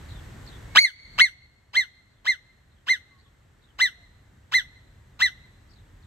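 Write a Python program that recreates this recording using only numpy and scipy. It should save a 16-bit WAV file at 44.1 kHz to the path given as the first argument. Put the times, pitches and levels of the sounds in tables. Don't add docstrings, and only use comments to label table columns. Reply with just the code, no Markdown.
import sys
import numpy as np
from scipy import signal
from scipy.fft import rfft, irfft, next_fast_len
from scipy.io import wavfile
from scipy.ndimage import uniform_filter1d

SR = 44100
rng = np.random.default_rng(int(sys.argv[2]) if len(sys.argv) > 2 else 0)


def unload_audio(sound):
    columns = np.transpose(np.atleast_2d(sound))
    steps = np.round(np.clip(columns, -1, 1) * 32767)
    wavfile.write(sys.argv[1], SR, steps.astype(np.int16))


N = 267246
TIME = np.arange(N) / SR

# freq_hz, density_db_per_hz
RUMBLE_SPECTRUM = [(15, -50.5), (27, -18), (38, 3), (52, -1.5), (70, 3), (110, -0.5), (160, -11),
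                   (300, -22), (800, -59.5)]
# time_s, level_db
RUMBLE_LEVEL = [(0, -38.5), (.7, -40), (1.2, -37), (1.6, -41.5), (3.6, -41), (4.2, -38), (6.06, -38)]
# freq_hz, density_db_per_hz
AIR_SPECTRUM = [(40, -19), (100, -8), (200, -10.5), (350, -13.5), (650, -18.5), (1250, -20.5),
                (1900, -18.5), (2400, -27.5), (3900, -29.5), (5000, -36.5), (8300, -33.5), (9700, -51.5),
                (10800, -41), (12800, -41), (14500, -65)]
AIR_DB = -48

# start_s, first_pitch_hz, level_db
CHIRPS = [(.08, 4360, -47), (0.448, 4400, -47), (2.09, 4380, -52), (2.69, 4100, -51.5),
          (3.174, 4430, -46.5), (3.609, 4020, -45.5), (5.684, 4910, -46.5), (6.019, 4270, -47)]
# start_s, length_s, start_pitch_hz, level_db
LOW_CALLS = [(3.091, 0.128, 1155, -46), (3.251, .043, 1160, -47), (3.94, 0.124, 730, -50),
             (5.007, 0.07, 950, -55)]
NOTE_S, NOTE_GAP_S, NOTE_FALL, SECOND_NOTE_PITCH = 0.076, .06, .87, .84
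LOW_CALL_FALL = .92

# top_s, dwell_s, top_pitch_hz, rise_stretch, fall_stretch, level_db, overtones_db, rasp_db
WHISTLES = [(0.806, .02, 2236, 1.2, 1.42, 16.5, -2, -3), (1.229, 0.0019, 2174, 1.05, 1.1, 12.5, -3.5, -0.5),
            (1.783, 0, 2106, 1.12, 1.24, 9.5, -3.5, -0.5),
            (2.294, 0.00019, 2094, 1.03, 1.14, 7.5, -5, -0.5), (2.912, 0, 2089, 1.03, 1.12, 8, -4.5, 0.5),
            (3.830, 0.0015, 2060, 1.01, 1.2, 9, -2.5, 0.5), (4.562, 0, 2068, 1.014, 1.04, 9, -3, 1),
            (5.239, 0.00016, 2054, 1.033, 1.03, 8.5, -3.5, 2.5)]
# multiple, level_db
HARMONICS = [(1, -7.5), (2, -10), (3, -21.5), (4, -25), (5, -30.5), (6, -43.5), (7, -34.5)]
# freq_hz, gain_db
MOUTH_RESONANCE = [(650, -12), (950, -5), (1400, -2), (1750, -1.5), (2000, 0), (2130, 4.5), (2260, -7.5),
                   (2700, 1.5), (3400, 5.5), (3900, -4), (4250, 0.5), (5000, -5), (6000, -3), (6900, -12),
                   (8200, -8.5)]
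# freq_hz, density_db_per_hz
RASP_SPECTRUM = [(120, -23.5), (240, -3), (420, -22.5), (700, -18), (1050, -2), (1500, -0.5), (2200, -4.5),
                 (2700, 5), (4200, 0), (5200, -5), (5900, -10), (8200, -18), (11000, -23), (16000, -31.5)]
TIGHTEN_S, TIGHTEN_SHAPE, SLACKEN_S = .036, 2.7, .056
START_SHARE, END_SHARE = .28, .44
START_ROUGH, END_ROUGH = .95, .2
LEAD_S, OPEN_S, HOLD_BEFORE_S, HOLD_AFTER_S, TRAIL_S = 0.048, .008, .0135, 0.021, .057
SWELL_DB_PER_S, SAG_DB_PER_S, RELEASE_DB_PER_S = 879, 98, 848.5
ROUGH_LOSS_DB = 4

# delay_s, level_db
ROCK_BOUNCES = [(.0047, -15), (.0125, -17), (.0215, -23)]
WALL_DELAY_S, WALL_DB = .21, -45.5
# freq_hz, left_lead_rad
PORT_PHASE = [(0, -0.5), (700, -1.5), (1400, 1.5), (1850, -1.8), (2200, 2.13), (2400, -1), (3050, -1.5),
              (3800, -5.5), (4200, -5.5), (4500, -2), (5400, -2.5), (8400, 1.75), (16000, 10.5)]
# freq_hz, gain_db
STONE_SCATTER = [(300, -22), (1200, -18), (2000, -17.5), (3000, -14), (4200, -17), (6000, -11), (8500, -10),
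                 (16000, -6)]
# freq_hz, gain_db
FAR_COLOUR = [(300, 0), (1500, 2.5), (2100, -1.5), (2600, 3), (3400, 3.5), (4150, 2), (5000, 0.5),
              (6200, -0.5), (9000, -13), (16000, -33)]

# freq_hz, gain_db
PORT_RESPONSE = [(20, -5), (8600, 2), (9300, -6.5), (9800, -11), (10400, -1.5), (11000, 2), (16000, 0.5)]
CUTOFF_HZ = 15900


def from_db(db):
    return 10 ** (np.asarray(db) / 20)


def rms_one(x):
    return x / np.sqrt(np.mean(x ** 2) + 1e-20)


def gain_at(points, hz):
    f, db = np.transpose(points)
    return from_db(np.interp(np.log(np.maximum(hz, 1)), np.log(f), db))


def colour(x, points):
    size = next_fast_len(x.shape[-1] + 4096)
    gain = gain_at(points, np.fft.rfftfreq(size, 1 / SR))
    return irfft(rfft(x, size) * gain, size)[..., :x.shape[-1]]


def flutter(hz, size):
    noise = rng.standard_normal(max(size, SR // 4))
    lowpass = signal.butter(2, hz, fs=SR, output="sos")
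    return rms_one(signal.sosfilt(lowpass, noise)[:size])


def stereo_noise(points, alike):
    mid, side = colour(rng.standard_normal((2, N)), points)
    alike = np.clip(alike, -1, 1)
    return rms_one(np.sqrt(1 + alike) * mid + np.sqrt(1 - alike) * side * [[1], [-1]])


def outdoors(lump_db=1.0, lump_hz=9):
    level_db = np.interp(TIME, *np.transpose(RUMBLE_LEVEL)) + lump_db * flutter(lump_hz, N)
    rumble = from_db(level_db) * stereo_noise(RUMBLE_SPECTRUM, alike=1.0)
    hiss = from_db(AIR_DB) * stereo_noise(AIR_SPECTRUM, alike=0.35)
    return rumble + hiss


def far_note(start_s, length_s, start_hz, fall, level_db, break_hz=60):
    blur, blur_hz, full_blur_hz = .07, 140, 4500
    out = np.zeros((2, N))
    at = np.flatnonzero((TIME > start_s) & (TIME < start_s + length_s))
    scattered = min(start_hz / full_blur_hz, 1) ** 2
    for channel in out:
        glide_hz = start_hz * np.linspace(1, fall, len(at))
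        pitch_hz = glide_hz * (1 + blur * scattered * flutter(blur_hz, len(at)))
        breakup = 1 - scattered + scattered * flutter(break_hz, len(at))
        swell = np.hanning(len(at)) ** .5 * breakup
        channel[at] = from_db(level_db) * swell * np.sin(2 * np.pi * np.cumsum(pitch_hz) / SR)
    return out


def birds():
    notes = []
    for start_s, pitch_hz, level_db in CHIRPS:
        for k in (0, 1):
            note_hz = pitch_hz * SECOND_NOTE_PITCH ** k
            notes.append((start_s + k * NOTE_GAP_S, NOTE_S, note_hz, NOTE_FALL, level_db))
    for start_s, length_s, pitch_hz, level_db in LOW_CALLS:
        notes.append((start_s, length_s, pitch_hz, LOW_CALL_FALL, level_db))
    return sum(far_note(*note) for note in notes if note[0] < TIME[-2])


def throat(t):
    rising = t < 0
    tightening = np.abs(t / TIGHTEN_S) ** TIGHTEN_SHAPE
    slackening = (t / SLACKEN_S) ** 2
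    slack = 1 - np.exp(-np.where(rising, tightening, slackening))
    share = 1 - slack * (1 - np.where(rising, START_SHARE, END_SHARE))
    rough = slack * np.where(rising, START_ROUGH, END_ROUGH)
    return share, rough


def effort(t):
    held_s = t + HOLD_BEFORE_S
    opening_db = 20 * np.log10(np.clip((t + LEAD_S) / OPEN_S, 1e-3, 1))
    hold_db = np.minimum(SWELL_DB_PER_S * held_s, -SAG_DB_PER_S * held_s)
    release_db = RELEASE_DB_PER_S * np.maximum(t - HOLD_AFTER_S, 0)
    return opening_db + hold_db - release_db


def marmot(rasp_db=-9, flutter_hz=380, sputter_hz=200):
    jitter, shimmer, sputter_db = .055, .75, 6
    waver, waver_hz, flicker_db, dulling_db_per_db = .006, 130, 1.7, .09
    out = np.zeros(N)
    air = rms_one(colour(rng.standard_normal(N), RASP_SPECTRUM))
    for top_s, dwell_s, top_hz, rise, fall, level_db, overtones_db, own_rasp_db in WHISTLES:
        begin_s, end_s = top_s - rise * LEAD_S, top_s + dwell_s + fall * TRAIL_S
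        at = np.flatnonzero((TIME > begin_s) & (TIME < end_s))
        size = len(at)
        since_s = TIME[at] - top_s
        progress_s = np.minimum(since_s, 0) / rise + np.maximum(since_s - dwell_s, 0) / fall
        effort_db = effort(progress_s)
        share, rough = throat(progress_s)
        pitch_hz = top_hz * share
        unsteady = waver * flutter(waver_hz, size) + jitter * rough * flutter(flutter_hz, size)
        phase = 2 * np.pi * np.cumsum(pitch_hz * (1 + unsteady)) / SR
        voice = from_db(rasp_db + own_rasp_db) * rough * air[at]
        for k, harmonic_db in HARMONICS:
            flicker = flicker_db * flutter(waver_hz, size)
            dulling = dulling_db_per_db * effort_db * (since_s > 0)
            bright_db = min(k - 1, 3) * (flicker + dulling)
            bright_db = bright_db - ROUGH_LOSS_DB * rough * (k > 2)
            torn = 1 + shimmer * rough * flutter(flutter_hz, size)
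            gain = from_db(harmonic_db + overtones_db * (k > 1) + bright_db)
            voice = voice + gain * gain_at(MOUTH_RESONANCE, k * pitch_hz) * torn * np.sin(k * phase)
        fits_db = sputter_db * rough * np.tanh(flutter(sputter_hz, size))
        out[at] += from_db(level_db + effort_db + fits_db) * voice
    return out


def scatter(t60_s, rise_s, points, size):
    t = TIME[:2 * SR]
    envelope = from_db(-60 * t / t60_s) * np.minimum(t / rise_s, 1)
    cloud = envelope * rng.standard_normal((2, len(t)))
    hz = np.fft.rfftfreq(size, 1 / SR)
    return rfft(rms_one(cloud) / np.sqrt(len(t)), size) * gain_at(points, hz)


def enclosure(x, stone_t60_s=0.17, stone_rise_s=0.0091, far_db=-34, far_t60_s=1.0, far_rise_s=.08):
    size = next_fast_len(N + 2 * SR)
    hz = np.fft.rfftfreq(size, 1 / SR)
    paths = 1
    for delay_s, level_db in ROCK_BOUNCES + [(WALL_DELAY_S, WALL_DB)]:
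        paths = paths + from_db(level_db) * np.exp(-2j * np.pi * hz * delay_s)
    left_lead_rad = np.interp(hz, *np.transpose(PORT_PHASE))
    ports = np.exp(1j * left_lead_rad * np.array([[.5], [-.5]]))
    stone = scatter(stone_t60_s, stone_rise_s, STONE_SCATTER, size)
    far = from_db(far_db) * scatter(far_t60_s, far_rise_s, FAR_COLOUR, size)
    return irfft(rfft(x, size) * (paths * ports + stone + far), size)[:, :N]


def scene(birds_db=-2):
    return outdoors() + from_db(birds_db) * birds() + enclosure(marmot())


def gain_control(x, threshold_db=-15.0, attack_s=0.013, release_db_per_s=60,
                 let_go_db=2.5, creep_db_per_s=1.37):
    step, patience_s = 44, .16
    dt_s = step / SR
    power = uniform_filter1d(np.mean(x ** 2, axis=0), size=220)[::step]
    excess_db = 10 * np.log10(np.maximum(power, 1e-12)) - threshold_db
    peak_db, cut_db, held_db, loud_s = 0, 0, 0, 0
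    cuts_db = []
    for over_db in excess_db.tolist():
        loud_s += dt_s * (over_db > 0)
        peak_db = max(over_db, peak_db - release_db_per_s * dt_s, held_db)
        cut_db += (peak_db - cut_db) * dt_s / attack_s
        new_hold_db = (cut_db - let_go_db) * (loud_s > patience_s)
        held_db = max(held_db - creep_db_per_s * dt_s, new_hold_db, 0)
        cuts_db.append(cut_db)
    return x * from_db(-np.interp(TIME, TIME[::step], cuts_db))


def record(dry):
    rounded = 1.29 * np.tanh(gain_control(dry) / 1.422)
    ported = colour(rounded, PORT_RESPONSE)
    top_cut = signal.cheby2(16, 70, CUTOFF_HZ + 700, fs=SR, output="sos")
    return signal.sosfilt(top_cut, ported)


dry = scene()
out = record(dry)
unload_audio(out)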